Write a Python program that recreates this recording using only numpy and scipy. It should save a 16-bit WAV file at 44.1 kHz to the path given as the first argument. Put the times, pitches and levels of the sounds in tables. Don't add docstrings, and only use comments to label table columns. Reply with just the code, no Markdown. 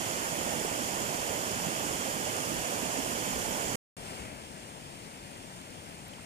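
import sys
import numpy as np
from scipy import signal
from scipy.fft import rfft, irfft, next_fast_len
from scipy.io import wavfile
from scipy.ndimage import uniform_filter1d

SR = 44100
rng = np.random.default_rng(int(sys.argv[2]) if len(sys.argv) > 2 else 0)


def pcm_store(signal):
    levels = np.round(np.clip(np.atleast_2d(signal), -1, 1) * 32767)
    wavfile.write(sys.argv[1], SR, levels.astype(np.int16).T)


N = 275624
RIVER_SPAN_S, YARD_SPAN_S = (0, 3.757), (3.967, 6.26)

# frequency_hz, left_db, right_db
WEIR_SPECTRUM = [(20, -21, -24.5), (55, -11.5, -11), (140, -10, -1.5), (252, -11, -2), (394, -11, -2.5),
                 (576, -13, -0.1), (1068, -7.5, -6.5), (1430, -12.5, -9), (3010, -15.5, -14),
                 (4000, -18, -15.5), (6000, -19, -13), (9860, -21.5, -16), (11500, -27.5, -16.5),
                 (15000, -30, -23)]
# frequency_hz, likeness (0-1), left_lead_ms
WEIR_ARRIVAL = [(49.8, 0.7, -0.15), (230, 0.98, -0.32), (390, 0.72, -0.33), (590, 1, -0.36),
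                (804, 0.5, -0.35), (1090, 0.99, -0.34), (1624, 0.65, -0.36), (2570, 0.55, -0.31),
                (3950, 0, -0.242), (8000, 0.03, -0.317)]
# centre_hz, width_hz, gain_db
LEFT_PORT_RESONANCES = [(1120, 460, -1.5), (3160, 1100, 2.5), (3890, 640, -6), (7080, 510, -0.7),
                        (8780, 1200, 7.5)]
RIGHT_PORT_RESONANCES = [(3170, 1120, 5.5), (3815, 670, -7), (5500, 650, 1.6), (7110, 920, 8.5),
                         (8200, 660, -0.7)]
# peak_s, pitch_hz, level_db, length_s
AIR_POCKETS = [(0.405, 253, -37, 0.031), (0.614, 430, -26.5, 0.013), (0.65, 413, -23, .012),
               (1.67, 165, -29.5, 0.041), (2.523, 320, -29, 0.034), (2.83, 264, -27, 0.018),
               (2.99, 267, -26, 0.034), (3.381, 511, -26, .014)]
# peak_s, level_db
BREEZE_GUSTS = [(.45, -52), (.67, -51), (1.02, -52), (2.57, -50.5), (3.0, -49), (3.37, -45.5), (3.49, -44),
                (3.68, -43.5)]
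# frequency_hz, left_db, right_db
HISS_SPECTRUM = [(20, -18.3, -24), (55, -6, -7), (181, -0.5, -9.5), (400, -7, -14.4), (646, -6, -18),
                 (1010, -11.5, -13), (1400, -14.5, -22), (2290, -15, -20), (3900, -22, -18),
                 (5300, -20.5, -21.5), (6000, -23, -26), (8600, -21.5, -25), (10600, -26, -32.5),
                 (15000, -36.5, -32.5)]
# frequency_hz, likeness (0-1), left_lead_ms
HISS_ARRIVAL = [(50, 0.75, 0.38), (220, 0.89, 0.28), (480, 0.58, 0.43), (750, 0.75, 0.35),
                (1200, 0.82, 0.46), (2500, 0.7, 0.46), (4200, .74, 0.51), (5070, 0.47, 0.513),
                (6100, 0, 0.476), (7100, 0.5, 0.45), (8700, 0.44, 0.475), (10500, 0.1, .465),
                (13000, .33, .46)]
# start_s, level_db, pitch_hz, t60_s
YARD_TICKS = [(5.312, -42, 9500, 0.0072), (6.081, -46, 12200, .012), (6.1365, -37, 3100, 0.011),
              (6.1835, -41, 955, .014), (6.198, -41, 1300, 0.007)]


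def gain_of(db):
    return 10 ** (np.asarray(db) / 20)


def unit_rms(x):
    return x / np.sqrt(np.mean(x ** 2) + 1e-20)


def columns_at(table, hz):
    table_hz, *columns = np.transpose(table)
    return np.array([np.interp(np.log(hz + 1), np.log(table_hz), column) for column in columns])


def during(span_s):
    t = np.arange(N) / SR
    return (t >= span_s[0]) & (t < span_s[1])


def add(mix, start_s, sound):
    part = mix[round(start_s * SR):][:len(sound)]
    part += sound[:len(part)]


def through_ports(noises, spectrum, arrival):
    size = next_fast_len(N)
    hz = np.fft.rfftfreq(size, 1 / SR)
    right, unrelated = rfft(noises, size)
    likeness, left_lead_ms = columns_at(arrival, hz)
    left = likeness * right + np.sqrt(1 - likeness ** 2) * unrelated
    left *= np.exp(2j * np.pi * hz * left_lead_ms / 1000)
    port_db = [sum(db / (1 + (2 * (hz - centre) / width) ** 2) for centre, width, db in port)
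               for port in (LEFT_PORT_RESONANCES, RIGHT_PORT_RESONANCES)]
    colour = gain_of(columns_at(spectrum, hz) + port_db)
    return unit_rms(irfft(np.array([left, right]) * colour, size)[:, :N])


def churning(patch_db, surge_db, patch_frames, patch_bins):
    frames, bins = N // 128 + 5, 257
    real_a, imag_a, real_b, imag_b, patches = rng.standard_normal((5, frames, bins))
    patches = uniform_filter1d(patches, patch_frames, axis=0)
    patches = unit_rms(uniform_filter1d(patches, patch_bins, axis=1))
    surges = unit_rms(uniform_filter1d(rng.standard_normal(frames), size=30))[:, None]
    spectra = np.array([real_a + 1j * imag_a, real_b + 1j * imag_b])
    spectra *= gain_of(patch_db * patches + surge_db * surges)
    _, noises = signal.istft(spectra.swapaxes(1, 2), nperseg=512, noverlap=384)
    return unit_rms(noises[:, :N])


def bubbles(low_hz, high_hz, per_s, cycles, rise, spread_db, sizes):
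    out = np.zeros(N)
    for hz in np.geomspace(low_hz, high_hz, sizes):
        age = np.arange(int(5 * cycles / hz * SR)) * hz / cycles / SR
        envelope = hz * (1 - np.exp(-10 * age)) * np.exp(-age)
        ring = envelope * np.sin(2 * np.pi * cycles * age * (1 + rise * age))
        strengths = gain_of(spread_db * np.minimum(rng.exponential(1, N), 3))
        onsets = rng.random(N) < per_s / sizes / SR
        out += signal.oaconvolve(strengths * onsets, ring)[:N]
    return unit_rms(out)


def weir(level_db, hollow_hz, hollow_width_hz):
    rush = churning(patch_db=0.76, surge_db=0, patch_frames=14, patch_bins=5)
    gulps = bubbles(low_hz=142.8, high_hz=914, per_s=200, cycles=2.53, rise=0.012, spread_db=2, sizes=18)
    fizz = np.array([bubbles(low_hz=984, high_hz=12070, per_s=1800, cycles=3, rise=0.013,
                             spread_db=3.5, sizes=14) for _ in range(2)])
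    water = rush + gain_of(-10.5) * fizz
    water[0] += gain_of(-21) * gulps
    hollow = signal.iirpeak(hollow_hz, hollow_hz / hollow_width_hz, fs=SR)
    water += gain_of(-7.5) * signal.lfilter(*hollow, water)
    return gain_of(level_db) * through_ports(water, WEIR_SPECTRUM, WEIR_ARRIVAL)


def big_gulps(left_db, left_lag_ms):
    out = np.zeros((2, N))
    t = np.arange(SR // 8) / SR
    for peak_s, hz, db, length_s in AIR_POCKETS:
        rise_s = length_s / 4
        envelope = (t / rise_s * np.exp(1 - t / rise_s)) ** 2
        gulp = gain_of(db) * envelope * np.sin(2 * np.pi * (hz * t + rng.random()))
        add(out[0], peak_s - rise_s + left_lag_ms / 1000, gain_of(left_db) * gulp)
        add(out[1], peak_s - rise_s, gulp)
    return out


def breeze(draught_db, gust_half_width_s, corner_hz, right_db):
    t = np.arange(N) / SR
    gusts = sum(gain_of(db) * np.exp(-((t - peak_s) / gust_half_width_s) ** 2)
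                for peak_s, db in BREEZE_GUSTS)
    band = signal.butter(2, [corner_hz / 3, corner_hz], "bandpass", fs=SR, output="sos")
    eddies = unit_rms(signal.sosfilt(band, rng.standard_normal((2, N))))
    return (gain_of(draught_db) + gusts) * eddies * gain_of([[0], [right_db]])


def distant_hiss(level_db, fade_db_per_s, split_hz):
    t = np.arange(N) / SR - YARD_SPAN_S[0]
    rush = churning(patch_db=0.68, surge_db=0.25, patch_frames=20, patch_bins=7)
    hiss = through_ports(rush, HISS_SPECTRUM, HISS_ARRIVAL)
    body = signal.sosfiltfilt(signal.butter(4, split_hz, fs=SR, output="sos"), hiss)
    treble = hiss - body
    body *= swell(t, height_db=4.4, rise_s=0.092, hold_s=0.22, release_s=0.13)
    treble *= swell(t, height_db=4.3, rise_s=0.096, hold_s=0.12, release_s=0.13)
    return gain_of(level_db - fade_db_per_s * t) * (body + treble)


def swell(t, height_db, rise_s, hold_s, release_s):
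    corners_s = np.cumsum([0, rise_s, hold_s, release_s])
    return gain_of(np.interp(t, corners_s, [0, height_db, height_db, 0]))


def lingering_band(span_s, level_db, band_hz):
    arch = np.sin(np.interp(np.arange(N) / SR, span_s, [0, np.pi]))
    band = signal.butter(2, band_hz, "bandpass", fs=SR, output="sos")
    return gain_of(level_db) * arch * unit_rms(signal.sosfilt(band, rng.standard_normal(N)))


def ticks():
    out = np.zeros(N)
    t = np.arange(SR // 20) / SR
    for start_s, db, hz, t60_s in YARD_TICKS:
        decay = np.exp(-np.log(1000) * t / t60_s)
        add(out, start_s, gain_of(db) * decay * np.sin(2 * np.pi * hz * t))
    return out


def scene():
    bank = weir(level_db=-32.5, hollow_hz=248, hollow_width_hz=37)
    bank += big_gulps(left_db=-14, left_lag_ms=0.3)
    bank += breeze(draught_db=-64.5, gust_half_width_s=0.044, corner_hz=81.2, right_db=-9.5)
    yard = distant_hiss(level_db=-44.5, fade_db_per_s=0.7, split_hz=2200)
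    yard += lingering_band(span_s=(4.17, 4.39), level_db=-56, band_hz=(1960, 2600))
    yard += ticks()
    return during(RIVER_SPAN_S) * bank + during(YARD_SPAN_S) * yard


def record(dry):
    lowpass = signal.firwin(511, 15400, window=("kaiser", 9), fs=SR)
    return signal.oaconvolve(dry, lowpass[None], "same")


dry = scene()
out = record(dry)
pcm_store(out)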